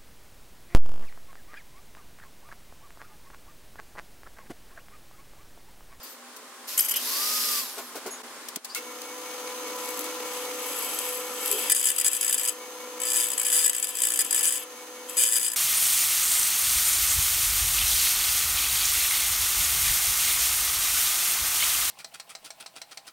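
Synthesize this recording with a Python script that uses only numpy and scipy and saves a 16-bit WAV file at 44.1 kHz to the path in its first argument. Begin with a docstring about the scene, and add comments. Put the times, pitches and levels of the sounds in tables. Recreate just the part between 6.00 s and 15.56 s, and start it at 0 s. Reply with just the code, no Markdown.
"""A bench drill press hums close by: its two-flute bit ticks, scrapes, then chatters in three shrill spells,
each bite being a noise burst that rings the resonances of the bit and the clamped part.
Before it, a cordless drill snags on steel, spins up and coasts: gear noise and tones follow a mesh pitch.
Knocks, clicks and squeaks are short bursts through resonances; a restless shop background lies beneath."""
import sys
import numpy as np
from scipy import signal
from scipy.fft import rfft, irfft, next_fast_len
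from scipy.io import wavfile
from scipy.ndimage import uniform_filter1d, map_coordinates

SR = 44100
rng = np.random.default_rng(int(sys.argv[2]) if len(sys.argv) > 2 else 0)


def put_to_file(sound):
    """Save the sound as 16-bit audio at rate SR, in the file named by the first command-line argument."""
    columns = np.atleast_2d(sound).T  # one column per channel
    safe = np.clip(columns, -1, 1)
    whole_steps = np.round(safe * 32767)
    wavfile.write(sys.argv[1], SR, whole_steps.astype(np.int16))


N = 421596
T = np.arange(N) / SR  # time of each sample, s
TOP_HZ = 15800  # upper limit of the tones and of the microphone

# All table levels are relative: the functions below apply further gains.
# Background spectrum: (f/Hz, spectral level/dB)
SHOP_SPECTRUM = [(24, -24), (100, -27), (166, -13), (203, -16.5), (242, -5), (335, -9.5), (567, -6.5),
                 (785, -11.5), (1060, -3.5), (2610, -12), (9000, -14), (12600, -21.5), (15800, -26)]
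# Background level over time: (t/s, level/dB)
SHOP_LEVEL = [(0, -46.5), (.65, -44.5), (1.2, -38), (1.8, -44), (2.25, -40.5), (2.55, -42.5), (2.75, -45),
              (3, -47), (9.56, -48.5)]
# Brief dips of the background: (t/s, half length/s, change of level/dB)
SHOP_DIPS = [(2.227, 0.0059, -11), (2.608, 0.038, -9)]
# Steady tones of the shop: (f/Hz, level/dB relative to the background)
SHOP_HUM = [(243, -18), (371, -24.5), (436, -21), (526, -20), (790, -20.5), (872, -21), (1047, -18)]
# Left-right likeness of background, press and clicks: (f/Hz, correlation)
LIKENESS = [(60, 0.74), (150, 1), (380, 0.86), (950, 0.99), (2380, 0.29), (5980, -0.14), (15000, 0.62)]

# Bumps on the table: (t/s, level/dB, length/s, centre f/Hz)
KNOCKS = [(1.773, -37.5, 0.047, 746), (1.949, -37.5, 0.036, 565), (2.054, -35, 0.041, 430),
          (2.566, -31.5, 0.0068, 170)]
# Table resonances: (f/Hz, width/Hz, level/dB)
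TABLE_MODES = [(302, 210, -2), (426, 110, 3), (710, 200, -2), (1030, 170, -2), (1415, 110, 3),
               (1760, 140, -9), (2180, 260, -2.5), (2920, 1300, -8)]
KNOCK_FALL_DB_PER_OCTAVE = 5.5  # either side of a blow's centre
# Groans of the fixture under the feed: (t/s, level/dB, length/s, f/Hz, width/Hz)
GROANS = [(3.97, -46, 0.14, 312, 20), (5.502, -39, 0.1, 434.4, 8), (5.516, -42, 0.079, 378, 15)]
# Squeaks of steel sliding on steel: (t/s, level/dB, length/s, f/Hz, width/Hz, glide/Hz)
SQUEAKS = [(.01, -51.5, 0.093, 4890, 250, -250), (0.03, -44, 0.032, 14350, 200, 0),
           (0.092, -49, .055, 14000, 200, 0), (0.778, -22, 0.009, 6740, 400, 1000),
           (0.789, -11, .004, 9200, 100, 0), (0.959, -32, 0.013, 5000, 200, 100),
           (0.794, -23, 0.007, 4950, 250, 100), (0.806, -11.5, 0.0053, 11750, 151.5, 100),
           (0.82, -28, 0.0058, 6470, 202, -250), (0.938, -34.5, 0.062, 3050, 262, -7),
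           (2.106, -41.5, .059, 6680, 49, -2), (2.108, -43, .043, 11070, 90, -5),
           (2.695, -43, 0.048, 4600, 200, 445)]
# Sharp steel contacts and the switch: (t/s, level/dB, length/s)
CLICKS = [(.03, -45.5, 0.12), (.363, -41, 0.013), (1.78, -37, 0.025), (1.955, -39, 0.035),
          (2.062, -37.5, 0.026), (2.485, -31, 0.0086), (2.559, -24.5, 0.0062), (2.646, -32, 0.012),
          (2.748, -23, 0.0044), (2.754, -33.5, 0.041), (3.017, -32.5, .005)]
# Broad spectrum of clicks and ticks: (f/Hz, spectral level/dB)
CLICK_SPECTRUM = [(300, -28), (1500, -7), (4500, 4.5), (8000, 3.5), (12000, 2), (15800, 0)]

# Cordless drill's gear tones: (multiple of the mesh pitch, level/dB)
GEAR_ORDERS = [(1, -12.5), (4, -12)]
# Rough, smeared overtone of the gears: (multiple of the mesh pitch, level/dB)
GEAR_BUZZ = [(4.35, -10)]
# Thin whistle of the rotor: (multiple of the mesh pitch, level/dB)
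ROTOR_ORDERS = [(8, -53), (12, -43), (24, -47), (36, -55)]
# Spectrum of the gear noise: (f/Hz, spectral level/dB)
GEAR_SPECTRUM = [(180, -48), (300, -32), (360, -25), (469, -35), (527, -26), (839, -42), (1210, -18),
                 (1310, -11), (3610, -2), (4950, 2), (8550, -4.5), (12700, 1.5), (15800, -10)]
# Left-right likeness of the cordless drill: (f/Hz, correlation)
GEAR_LIKENESS = [(60, 0.95), (240, 0.96), (950, 1), (3770, 0.079), (15000, 0.89)]
# The cordless bit catches on the hole's rim: (t/s, level/dB, length/s)
SNAGS = [(.775, -20, 0.012), (.788, -20.5, 0.018), (.806, -28.5, 0.046), (.842, -30, 0.031),
         (.884, -25, 0.02), (.908, -21.5, 0.018), (.938, -24, 0.0081), (.959, -22, 0.017)]
# Resonances excited by the snags: (f/Hz, width/Hz, level/dB)
SNAG_MODES = [(3100, 130, -8.5), (4940, 74, -10), (6100, 140, -15), (7750, 150, -8), (9060, 75, -2),
              (9500, 89, -9), (11560, 110, -2), (11920, 130, 0), (13500, 90, -9), (14800, 100, -13)]
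# Broad spectrum of the snags: (f/Hz, spectral level/dB)
SNAG_SPECTRUM = [(400, -18), (1200, -9), (2200, 3), (3100, -7), (3800, -23), (6200, 5.5), (8400, -3),
                 (10000, 7), (12500, 5), (14200, -8), (15800, 0)]
TOUCH_S, SQUEEZE_S, LET_GO_S = .668, 0.98, 1.592  # trigger touched, squeezed fully, let go
# mesh pitch when creeping, pitch that full power pulls towards, spin-up time, sag under load
CREEP_HZ, FREE_HZ, SPIN_UP_S, SAG_HZ_PER_S = 596, 1716, .19, 834
COAST_S, FRICTION_HZ_PER_S = .98, 1755  # time constant of the drag, steady braking by friction
# share by which the gear pitch is lowered during the snags; the gear sound gets quieter with it
SNAG_PITCH_DROP = .34
GEAR_DB, GEAR_DB_PER_OCTAVE, COAST_DROP_DB = -28.5, 7.5, 9.5  # at top pitch; growth; drop without power

# Resonances of the switch's steel housing: (f/Hz, width/Hz, level/dB)
SWITCH_MODES = [(1290, 31, -2), (1400, 27, -2), (2170, 83, -1.5), (2670, 80, -3), (3360, 23, -6)]
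# Drill press: (t/s, frame rumble level/dB, motor hum level/dB)
PRESS_LEVELS = [(2.82, -50.5, -49), (3.63, -43.5, -42.5), (4.51, -43, -39.5), (5.0, -42.5, -48),
                (5.09, -44, -38.5), (5.69, -43, -46), (5.73, -55, -50), (6.2, -53, -52.5), (7.04, -48, -43),
                (7.36, -49.5, -51), (7.59, -51, -46), (7.78, -58.5, -54.5), (8.41, -48.5, -52),
                (8.49, -54.5, -52), (9.16, -51, -46), (9.56, -60, -60)]
# Octave of the motor hum: (t/s, level/dB)
OCTAVE_LEVEL = [(2.82, -58), (3.3, -53.5), (3.81, -43.5), (4.25, -58), (5.2, -52.5), (5.69, -55),
                (5.75, -61), (7.1, -52), (8.1, -64), (9.05, -59), (9.56, -58)]
# Spectrum of the frame's rumble: (f/Hz, spectral level/dB)
FRAME_SPECTRUM = [(59, -85), (100, -53), (307, -17), (396, -15), (490, -6), (618, -17.5), (1010, -8.5),
                  (1440, -22), (2160, -12.5), (2350, -13), (5140, -15.5), (6220, -14), (6770, -16),
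                  (11300, -20), (15800, -23.5)]
# Resonances of the frame: (f/Hz, width/Hz, level/dB)
FRAME_MODES = [(181, 3.9, -33), (206, 9.1, -17), (250.5, 4.9, -1.5), (276.3, 9, 0), (291, 5.4, -13),
               (303.2, 4.5, -3), (314.7, 7.4, -5), (427, 8, -4.5), (458, 9.6, 3), (555, 16, 0), (828, 8, 0),
               (901, 8.3, -2.5), (1009.5, 17, 1.5), (1168, 16, 0), (1223, 17, 1), (1293, 12, 2.5),
               (1356, 24, 1)]
# Bearing and pulley tones: (f/Hz, level/dB, phase flutter/rad)
WHINES = [(315, -57.5, .2), (736, -58.5, .2), (1814, -61, .3), (2988, -61.5, .8), (6412, -52, .4),
          (7650, -62, 1), (10830, -59, .8), (10885, -58.5, .8), (10965, -60, .8), (11488, -62, 1),
          (11832, -58.5, .7), (12312, -56, .8), (14810, -63, 1.2)]

# Lowering of the bit: (t/s, attack/s, hold/s, release/s, scrape level/dB, sizzle level/dB)
FEEDS = [(3.717, 0.087, .2, 0.19, -49, -45), (4.22, .1, 0.081, 0.11, -43.5, -44),
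         (4.464, 0.32, .3, 0.28, -38, -35.5), (5.266, 0.27, .15, .03, -33.5, -33.5),
         (5.726, 0.024, 0.74, 0.071, -39, -40.5), (7.009, .01, 1.615, 0.017, -40.5, -42),
         (9.07, .02, 0.44, .05, -44.5, -44)]
# Resonances of the sizzle: (f/Hz, width/Hz, level/dB)
SKIM_MODES = [(4980, 24, -2), (7870, 94, 1.5), (10070, 260, 0.5), (11450, 260, -0.5), (12340, 120, 6),
              (15100, 250, -12)]
# The turning bit touches the steel: (t/s, level/dB, length/s)
TICKS = [(3.856, -30.5, 0.0028), (3.889, -28, .004), (3.906, -34, 0.0027), (3.973, -31, .003),
         (3.991, -24.5, 0.0042), (4.008, -30, .004), (4.041, -29, 0.0033), (4.988, -18, 0.003),
         (5.458, -23, .004), (5.475, -25, 0.0075), (5.513, -18.5, 0.0037), (5.526, -16, 0.0026)]
# Resonances of the ticks: (f/Hz, width/Hz, level/dB)
TICK_MODES = [(7720, 110, 1), (9840, 280, -2.5), (12400, 72, 6), (14800, 460, -13)]
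# The bit grabs until the chip breaks: (t/s, length/s, crest level/dB, place of the crest 0-1,
# second flute's bite as a ratio to the first, scrape between bites 0-1, chatter rate f/Hz)
GRABS = [(5.697, 0.032, -8, 0.94, 0.05, 0.24, 49), (5.747, 0.03, -13.0, 0.85, 0.5, 0.22, 62.6),
         (5.779, 0.04, -16.3, 0.26, 0.9, 0.15, 62), (5.827, 0.022, -14, 0.1, 0.1, 0.2, 70.0),
         (5.854, 0.047, -12, 0.2, 0.54, 0.24, 64.7), (5.914, 0.014, -18, 0.0, 0.55, 0, 70.4),
         (5.961, 0.027, -16, 0.86, 0.05, 0, 50), (5.984, 0.04, -13, 0.89, 0.3, 0, 72.6),
         (6.045, 0.036, -11.3, 0.5, 0.05, 0.32, 57.7), (6.114, 0.064, -14.5, 0.7, 0.53, 0.06, 59),
         (6.209, 0.062, -13, 0.3, 0.4, 0.12, 55.3), (6.279, 0.032, -14, 0.3, 0.2, 0.16, 69),
         (6.326, 0.029, -12, 0, 0.3, 0.2, 63.5), (6.379, 0.035, -15, 0.35, 0.15, 0.18, 60),
         (6.432, 0.032, -15.3, 0.83, 0.67, 0.0, 59), (6.474, 0.02, -14, 1.0, 1.2, 0.0, 57.6),
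         (7.0, 0.046, -17, 1.0, 0.43, 0.0, 59.7), (7.051, 0.073, -14.5, 0.85, 0.73, 0.1, 60.5),
         (7.132, 0.13, -14, 0.3, 0.9, 0.26, 60.1), (7.267, 0.036, -16.5, 0.5, 0.29, 0.02, 58.3),
         (7.316, 0.032, -17.0, 0.0, 0.05, 0.1, 61.7), (7.378, 0.018, -13.5, 1.0, 0.19, 0.08, 50.2),
         (7.396, 0.034, -15.5, 0.63, 0.2, 0, 58.9), (7.448, 0.095, -13.5, 0, 0.4, 0.2, 58.5),
         (7.525, 0.14, -11.5, 0.21, 0.8, 0.12, 79), (7.643, 0.052, -12, 0.8, 0.05, 0.08, 58.56),
         (7.731, 0.067, -17, 0.2, 0.05, 0.12, 60.6), (7.826, 0.03, -16, 0.0, 0.15, 0.2, 62.3),
         (7.869, 0.039, -20.5, 0.0, 0.1, 0.19, 52.0), (7.952, 0.084, -15, 0.97, 0.05, 0.11, 60),
         (8.017, 0.12, -12.5, 0.37, 0.05, 0.12, 58.6), (8.126, 0.09, -13.5, 0.95, 0.05, 0.08, 63.5),
         (8.192, 0.031, -16.5, 0.26, 1.17, 0.2, 69.8), (8.246, 0.02, -21, 0.0, 0.47, 0.1, 64.3),
         (8.307, 0.05, -12.7, 0.0, 0.05, 0.03, 52.7), (8.344, 0.079, -14.0, 0.3, 0.3, 0.24, 63),
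         (8.429, 0.066, -13, 0.45, 0.67, 0.2, 83.5), (8.505, 0.076, -17.5, 0.2, 0.72, 0.29, 60.4),
         (9.095, 0.008, -24, 0.93, 0.44, 0.1, 59.4), (9.168, 0.069, -13.5, 0.7, 0.86, 0.46, 59.4),
         (9.233, 0.089, -14, 0.03, 1, 0.27, 55.8), (9.322, 0.066, -14.5, 0.75, 1.05, 0.31, 60.2),
         (9.395, 0.085, -15.5, 0.64, 0.43, 0.26, 59.3), (9.483, 0.065, -17.5, 0.9, 0.33, 0.07, 60)]
SWELL_DB_PER_S = 58  # a grab builds up to its crest and eases off at this rate
BITE_S, BITE_DB, BITE_GROWTH = 0.0046, -14.5, 0.3  # bite length at this level; exponent of its growth
# Resonances of the bit and the clamped part: (f/Hz, width/Hz, level/dB)
BIT_MODES = [(1755, 42, -12.5), (1980, 80, -18), (2450, 150, -19), (3040, 120, -15), (3530, 100, -19),
             (4957, 40, -4), (5170, 47, -21), (6050, 74, -20), (6650, 100, -16), (7000, 250, -13),
             (7450, 45, -14), (7710, 65, 2), (7795, 55, -1.5), (8490, 140, -13.5), (9003, 55, 2.5),
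             (9755, 50, -12), (10030, 125, -1.5), (11600, 290, -21), (12310, 110, -7.5), (12780, 200, -16),
             (13400, 200, -22)]
# Spectrum of the tearing chips: (f/Hz, spectral level/dB)
CHIP_SPECTRUM = [(600, -23), (1600, -24), (3200, 5.5), (4200, -6), (5600, -7), (6800, -2), (9800, 9),
                 (10600, -4), (12500, 5), (14100, -25), (15800, 0.5)]
# Further resonances excited by the even scrape: (f/Hz, width/Hz, level/dB)
RASP_MODES = [(1814, 69, -3.5), (2705, 140, 4.5), (3105, 280, 4), (4930, 39, 3)]
# Left-right balance of the cut: (f/Hz, level difference/dB)
CUT_BALANCE = [(60, 0.5), (130, -1), (290, -3), (640, 3), (1410, 0), (3100, 3), (6820, 6), (15000, -1)]
# Left-right likeness of the cut: (f/Hz, correlation)
CUT_LIKENESS = [(180, 0.93), (1650, 1), (3000, 0.55), (4970, 0.31), (7700, 0.73), (10000, 0.87),
                (15000, 0.3)]
# Reverberation of the room: (f/Hz, t60/s)
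WALLS_T60 = [(200, 0.044), (2000, 0.2), (12000, 0.024)]


def amp(db):
    """Amplitude ratio: 20 dB for each factor of ten."""
    return 10 ** (np.asarray(db) / 20)


def unit(x):
    """Normalisation to an rms value of 1."""
    return x / np.sqrt(np.mean(x ** 2) + 1e-20)


def along(points, hz):
    """Interpolation of (f/Hz, value) points on a logarithmic frequency axis."""
    f, value = np.transpose(points)
    return np.interp(np.log(hz + 1), np.log(f + 1), value)


def curves(rows):
    """Linear interpolation in time of each column after t/s."""
    t, *columns = np.transpose(rows)
    return [np.interp(T, t, column) for column in columns]


def wobble(rate):
    """Random modulation: a smooth curve through rate random knots a second."""
    knots = rng.standard_normal(int(N * rate / SR) + 4)
    return map_coordinates(knots, [T * rate])


def filtered(x, response):
    """Linear filtering: the spectrum is multiplied by a complex response."""
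    m = next_fast_len(N + SR // 4)
    return irfft(rfft(x, m) * response(np.fft.rfftfreq(m, 1 / SR)), m)[..., :N]


def modal_sum(f, modes):
    """Modal superposition: the responses of damped resonators add."""
    return sum(amp(db) * 1j * f * w / (c * c - f * f + 1j * f * w) for c, w, db in modes)


def unit_power(h):
    """Power normalisation: white noise keeps its power through this response."""
    return h / np.sqrt(np.mean(abs(h) ** 2))


def ring(x, modes):
    """Resonance: x excites a set of modes."""
    return filtered(x, lambda f: unit_power(modal_sum(f, modes)))


def colour(x, spectrum):
    """Spectral shaping: a broad response that keeps the power of white noise."""
    return filtered(x, lambda f: unit(amp(along(spectrum, f))))


def noise(likeness):
    """Stereo correlation: mid and side noise are mixed to a given left-right likeness."""
    def shares(f):
        angle = np.arccos(np.clip(along(likeness, f), -1, 1)) / 2
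        return np.array([np.cos(angle), np.sin(angle)])
    mid, side = filtered(rng.standard_normal((2, N)), shares)
    return np.array([mid + side, mid - side])


def bursts(rows, rise):
    """Transient envelope: (t/s, level/dB, length/s) contacts rise quickly, hold and release."""
    out, t = np.zeros(N + SR), np.arange(SR // 4) / SR
    for s, db, length in rows:
        u = t[:int(3 * length * SR)]
        first = max(round(s * SR), 0)
        out[first:][:len(u)] += amp(db) * (1 - np.exp(-u / rise)) * np.exp(-(u / length) ** 3)
    return out[:N]


def sine(phase):
    """Pure tone of rms 1."""
    return np.sqrt(2) * np.sin(phase)


def tones(hz, orders):
    """Harmonic series: sines on multiples of a moving pitch, below the band limit."""
    phase = 2 * np.pi * np.cumsum(hz) / SR
    return sum(amp(db) * sine(k * phase) * (k * hz < TOP_HZ) for k, db in orders)


def pan(db):
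    """Interaural level difference: gains for left and right."""
    return amp([[db / 2], [-db / 2]])


def from_left(x, lead_s):
    """Interaural time difference: the left microphone hears a mono sound first."""
    ears = np.array([[1], [-1]])
    return filtered(x, lambda f: np.exp(1j * np.pi * f * lead_s * ears))


def workshop():
    """Stationary noise: shaped noise and wavering tones share a slightly restless level."""
    level_db, = curves(SHOP_LEVEL)
    dip_db = sum(db * np.exp(-np.abs((T - s) / half) ** 4) for s, half, db in SHOP_DIPS)
    hum = sum(amp(db + 2.6 * wobble(8)) * sine(2 * np.pi * hz * T + 0.62 * wobble(22))
              for hz, db in SHOP_HUM)
    air = amp(-1.28) * colour(noise(LIKENESS), SHOP_SPECTRUM)
    return amp(level_db + dip_db + 0.49 * wobble(7)) * (air + hum)


def rubbed(s, db, length, hz, width, glide=0, rise=0.0036):
    """Friction-excited resonance: the wider the mode, the faster its phase strays."""
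    stray = np.cumsum(rng.standard_normal(N)) * np.sqrt(2 * np.pi * width / SR)
    pitch_hz = hz + glide * np.clip((T - s) / length, 0, 1)
    return bursts([(s, db, length)], rise) * sine(2 * np.pi * np.cumsum(pitch_hz) / SR + stray)


def knock(s, db, length, centre_hz):
    """Impact excitation: a noisy blow favours the table modes around its centre frequency."""
    def response(f):
        octaves_away = abs(np.log2((f + 1) / centre_hz))
        return unit_power(modal_sum(f, TABLE_MODES) * amp(-KNOCK_FALL_DB_PER_OCTAVE * octaves_away))
    return filtered(bursts([(s, db, length)], rise=0.0023) * rng.standard_normal(N), response)


def handling():
    """Impact and friction: knocks on the table, groans, steel clicks and small squeaks."""
    knocks = sum(knock(*row) for row in KNOCKS)
    groans = sum(rubbed(*row) for row in GROANS)
    squeaks = sum(rubbed(*row, rise=0.0012) for row in SQUEAKS)
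    clicks = colour(bursts(CLICKS, rise=0.00021) * noise(LIKENESS), CLICK_SPECTRUM)
    return knocks + groans + (squeaks + clicks) * pan(2.5)


def gear_pitch():
    """Motor dynamics: the mesh pitch creeps, spins up, sags under load and coasts; level follows pitch."""
    driven_s = np.clip(T, SQUEEZE_S, LET_GO_S) - SQUEEZE_S
    coasting_s = np.maximum(T - LET_GO_S, 0)
    hz = FREE_HZ - (FREE_HZ - CREEP_HZ) * np.exp(-driven_s / SPIN_UP_S) - SAG_HZ_PER_S * driven_s
    # drag decays the pitch exponentially, while friction brings it to a full stop
    braking_hz = FRICTION_HZ_PER_S * COAST_S
    hz = (hz + braking_hz) * np.exp(-coasting_s / COAST_S) - braking_hz
    # the gear pitch is lower, and the gear sound quieter, during the snags
    during_snags = uniform_filter1d(1. * ((T > SNAGS[0][0]) & (T < SNAGS[-1][0])), size=3000)
    started = np.clip((T - TOUCH_S) / .015, 0, 1)
    hz = np.maximum(hz * (1 - SNAG_PITCH_DROP * during_snags) * started, 1)
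    growth_db = GEAR_DB_PER_OCTAVE * np.log2(hz / hz.max())
    return hz, GEAR_DB + growth_db - COAST_DROP_DB * (1 - np.exp(-coasting_s / 0.05))


def rotor_whistle(mesh_hz):
    """High orders of rotation: a fluttering treble whistle of the free bit, louder under power."""
    free = np.clip((T - SNAGS[-1][0]) / 0.11, 0, 1) * np.clip(mesh_hz / 450, 0, 1)
    powered = np.interp(T, [LET_GO_S, LET_GO_S + 0.073], [1, 0])
    unsteady_hz = mesh_hz * (1 + .011 * wobble(700))
    rotor = tones(unsteady_hz, ROTOR_ORDERS) * amp(8 * powered - 5 + 3 * wobble(50))
    treble = lambda f: np.clip(f / 9000, 0, 1) ** 4 / (1 + (f / 15000) ** 16)
    return free * filtered(rotor, treble)


def bit_snags():
    """Transient excitation: rough catches on the hole's rim ring resonances and a broad spectrum."""
    scratch = bursts(SNAGS, rise=0.0014) * noise(GEAR_LIKENESS) * unit(amp(1.9 * wobble(300)))
    return 0.92 * ring(scratch, SNAG_MODES) + 0.55 * colour(scratch, SNAG_SPECTRUM)


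def cordless_drill():
    """Gear meshing: noise and tones follow the mesh pitch; at first the bit snags."""
    mesh_hz, level_db = gear_pitch()
    # the hand presses the running bit into the hole
    leaning = np.interp(T, [1.15, 1.58, 1.68], [0, 1, 0])
    rattle = noise(GEAR_LIKENESS) * unit(amp(1.2 * wobble(500)))
    grind = amp(1.45) * colour(rattle, GEAR_SPECTRUM)
    grind = grind + amp(-6.5) * leaning * ring(noise(GEAR_LIKENESS), BIT_MODES)
    relative_pitch = mesh_hz / mesh_hz.max()
    unsteady_hz = mesh_hz * (1 + .003 * wobble(500) + .003 * wobble(30))
    gears = relative_pitch ** 2 * tones(unsteady_hz, GEAR_ORDERS) * amp(1.2 * wobble(40))
    buzz = relative_pitch ** 2 * tones(mesh_hz * (1 + .06 * wobble(600)), GEAR_BUZZ)
    body = amp(level_db) * (grind + gears + buzz) * pan(0.24)
    return body + rotor_whistle(mesh_hz) + bit_snags() * pan(2.1)


def switch(s=2.751, db=-33, length=0.031):
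    """Impact excitation: the press's switch snaps on and rings its housing."""
    return ring(bursts([(s, db, length)], rise=0.0016) * noise(LIKENESS), SWITCH_MODES)


def drill_press(start=2.765, hum_hz=498.0, chirp_hz=2225):
    """Forced vibration: the motor hums and shakes the frame, bearings whine, the belt chirps each lap."""
    rumble_db, hum_db = curves(PRESS_LEVELS)
    octave_db, = curves(OCTAVE_LEVEL)
    running = np.clip((T - start) / 0.01, 0, 1)
    lap = np.cos(2 * np.pi * 5.085 * (T - 2.898))  # belt laps a second
    shake = noise(LIKENESS) * unit(amp(1.56 * wobble(180) + .5 * lap))
    rumble = amp(5.5) * colour(shake, FRAME_SPECTRUM)
    frame = amp(rumble_db) * (rumble + amp(0.5) * ring(noise(LIKENESS), FRAME_MODES))
    hum = tones(hum_hz * (1 + 0.001486 * wobble(6)), [(1, hum_db + .4), (2, octave_db)])
    whine = sum(amp(db) * sine(2 * np.pi * hz * T + flutter * wobble(70)) for hz, db, flutter in WHINES)
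    rubbing = np.clip(lap + .35, 0, 1)
    chirp = amp(-48.5) * rubbing * np.sin(2 * np.pi * chirp_hz * T + 0.062 * wobble(82))
    # whine and chirp follow half the rumble's change in dB
    strain = amp(.5 * (rumble_db - np.mean(rumble_db)))
    singing = from_left(hum + strain * (whine + chirp), lead_s=.00003)
    return running * (frame * pan(0.93) + singing * pan(1))


def feed_pressure():
    """Contact force: strengths of the even scrape and the sizzle while the bit is held on the steel."""
    scrape, sizzle = np.zeros((2, N))
    for s, attack, hold, release, scrape_db, sizzle_db in FEEDS:
        pressure = np.interp(T, s + np.cumsum([0, attack, hold, release]), [0, 1, 1, 0])
        scrape = scrape + amp(scrape_db) * pressure
        sizzle = sizzle + amp(sizzle_db) * pressure
    return scrape, sizzle


def skimming():
    """Friction noise: light contact gives a thin, grainy sizzle."""
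    _, sizzle = feed_pressure()
    grains = noise(CUT_LIKENESS) * unit(amp(3.0 * wobble(150)))
    return sizzle * ring(grains, SKIM_MODES) * pan(2.4)


def ticking():
    """Impact excitation: a flute's tip just catches the steel, a tiny crack and a brief, high ring."""
    catch = bursts(TICKS, rise=0.00053) * noise(CUT_LIKENESS)
    return (amp(-0.5) * ring(catch, TICK_MODES) + amp(-5.5) * colour(catch, CLICK_SPECTRUM)) * pan(3.7)


def flute_bites(scatter_s=0.00023, scatter_db=0.63, length_scatter=0.11):
    """Chatter: in each grab two flutes bite in turn, twice a chatter period, and drag in between."""
    bites, dragging = [], np.zeros(N)
    chance = rng.standard_normal((len(GRABS), 64, 3))
    for (s, length, crest_db, crest, second, drag, chatter_hz), luck in zip(GRABS, chance):
        level_db = lambda t: crest_db - SWELL_DB_PER_S * abs(t - s - crest * length)
        held = slice(int(s * SR), int((s + length) * SR))
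        dragging[held] = drag * amp(level_db(T[held]))
        second_db = 20 * np.log10(max(second, .05))
        times = np.arange(s, s + length, .5 / chatter_hz)
        for k, (at, (late, size, long)) in enumerate(zip(times, luck)):
            bite_db = level_db(at) + (second_db if k % 2 else 0)
            # stronger bites last longer
            bite_s = BITE_S * amp(BITE_GROWTH * (bite_db - BITE_DB)) * np.exp(length_scatter * long)
            bites.append((at + scatter_s * late, bite_db + scatter_db * size, bite_s))
    return np.hypot(bursts(bites, rise=0.0015), dragging)


def cutting():
    """Chip formation: the scraping or chattering force tears chips, which hiss and ring the steel."""
    scrape, _ = feed_pressure()
    force = np.hypot(scrape, flute_bites())
    tearing = force * noise(CUT_LIKENESS) * unit(amp(2.4 * wobble(1500)))
    steel = amp(-2.0) * ring(tearing, BIT_MODES) + amp(-11.0) * colour(tearing, CHIP_SPECTRUM)
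    rasp = amp(-5.0) * ring(scrape * noise(CUT_LIKENESS), RASP_MODES)
    halves = np.array([.5, -.5])[:, None]
    return filtered(steel + rasp, lambda f: amp(halves * along(CUT_BALANCE, f)))


def walls(x):
    """Reverberation: each frequency of the room's noise-like response decays with its own t60."""
    hz, t, z = signal.stft(rng.standard_normal((2, SR // 3)), SR, nperseg=256)
    decay = amp(-60 * t / along(WALLS_T60, hz)[:, None])
    tail = signal.istft(z * decay, SR, nperseg=256)[1]
    delayed = np.pad(x, ((0, 0), (200, 0)))  # samples before the room answers
    return signal.fftconvolve(delayed, tail / np.linalg.norm(tail[0]), axes=1)[:, :N]


def scene():
    """Superposition: tools and handling with their room, plus the press and the shop."""
    work = cordless_drill() + skimming() + ticking() + cutting() + handling() + switch()
    room = amp(-14) * walls(work)
    return work + room + drill_press() + workshop()


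def record(dry, low_hz=216, ceiling=0.38):
    """Transduction: the microphone rounds high peaks, cuts the bass steeply and is band-limited."""
    rounded = dry / (1 + (dry / ceiling) ** 4) ** (1 / 4)
    bass_cut = lambda f: np.maximum(1 / np.sqrt(1 + (low_hz / (f + 1)) ** 8), amp(-15.5))
    return filtered(rounded, lambda f: bass_cut(f) * (f < TOP_HZ))


dry = scene()
out = record(dry)
put_to_file(out)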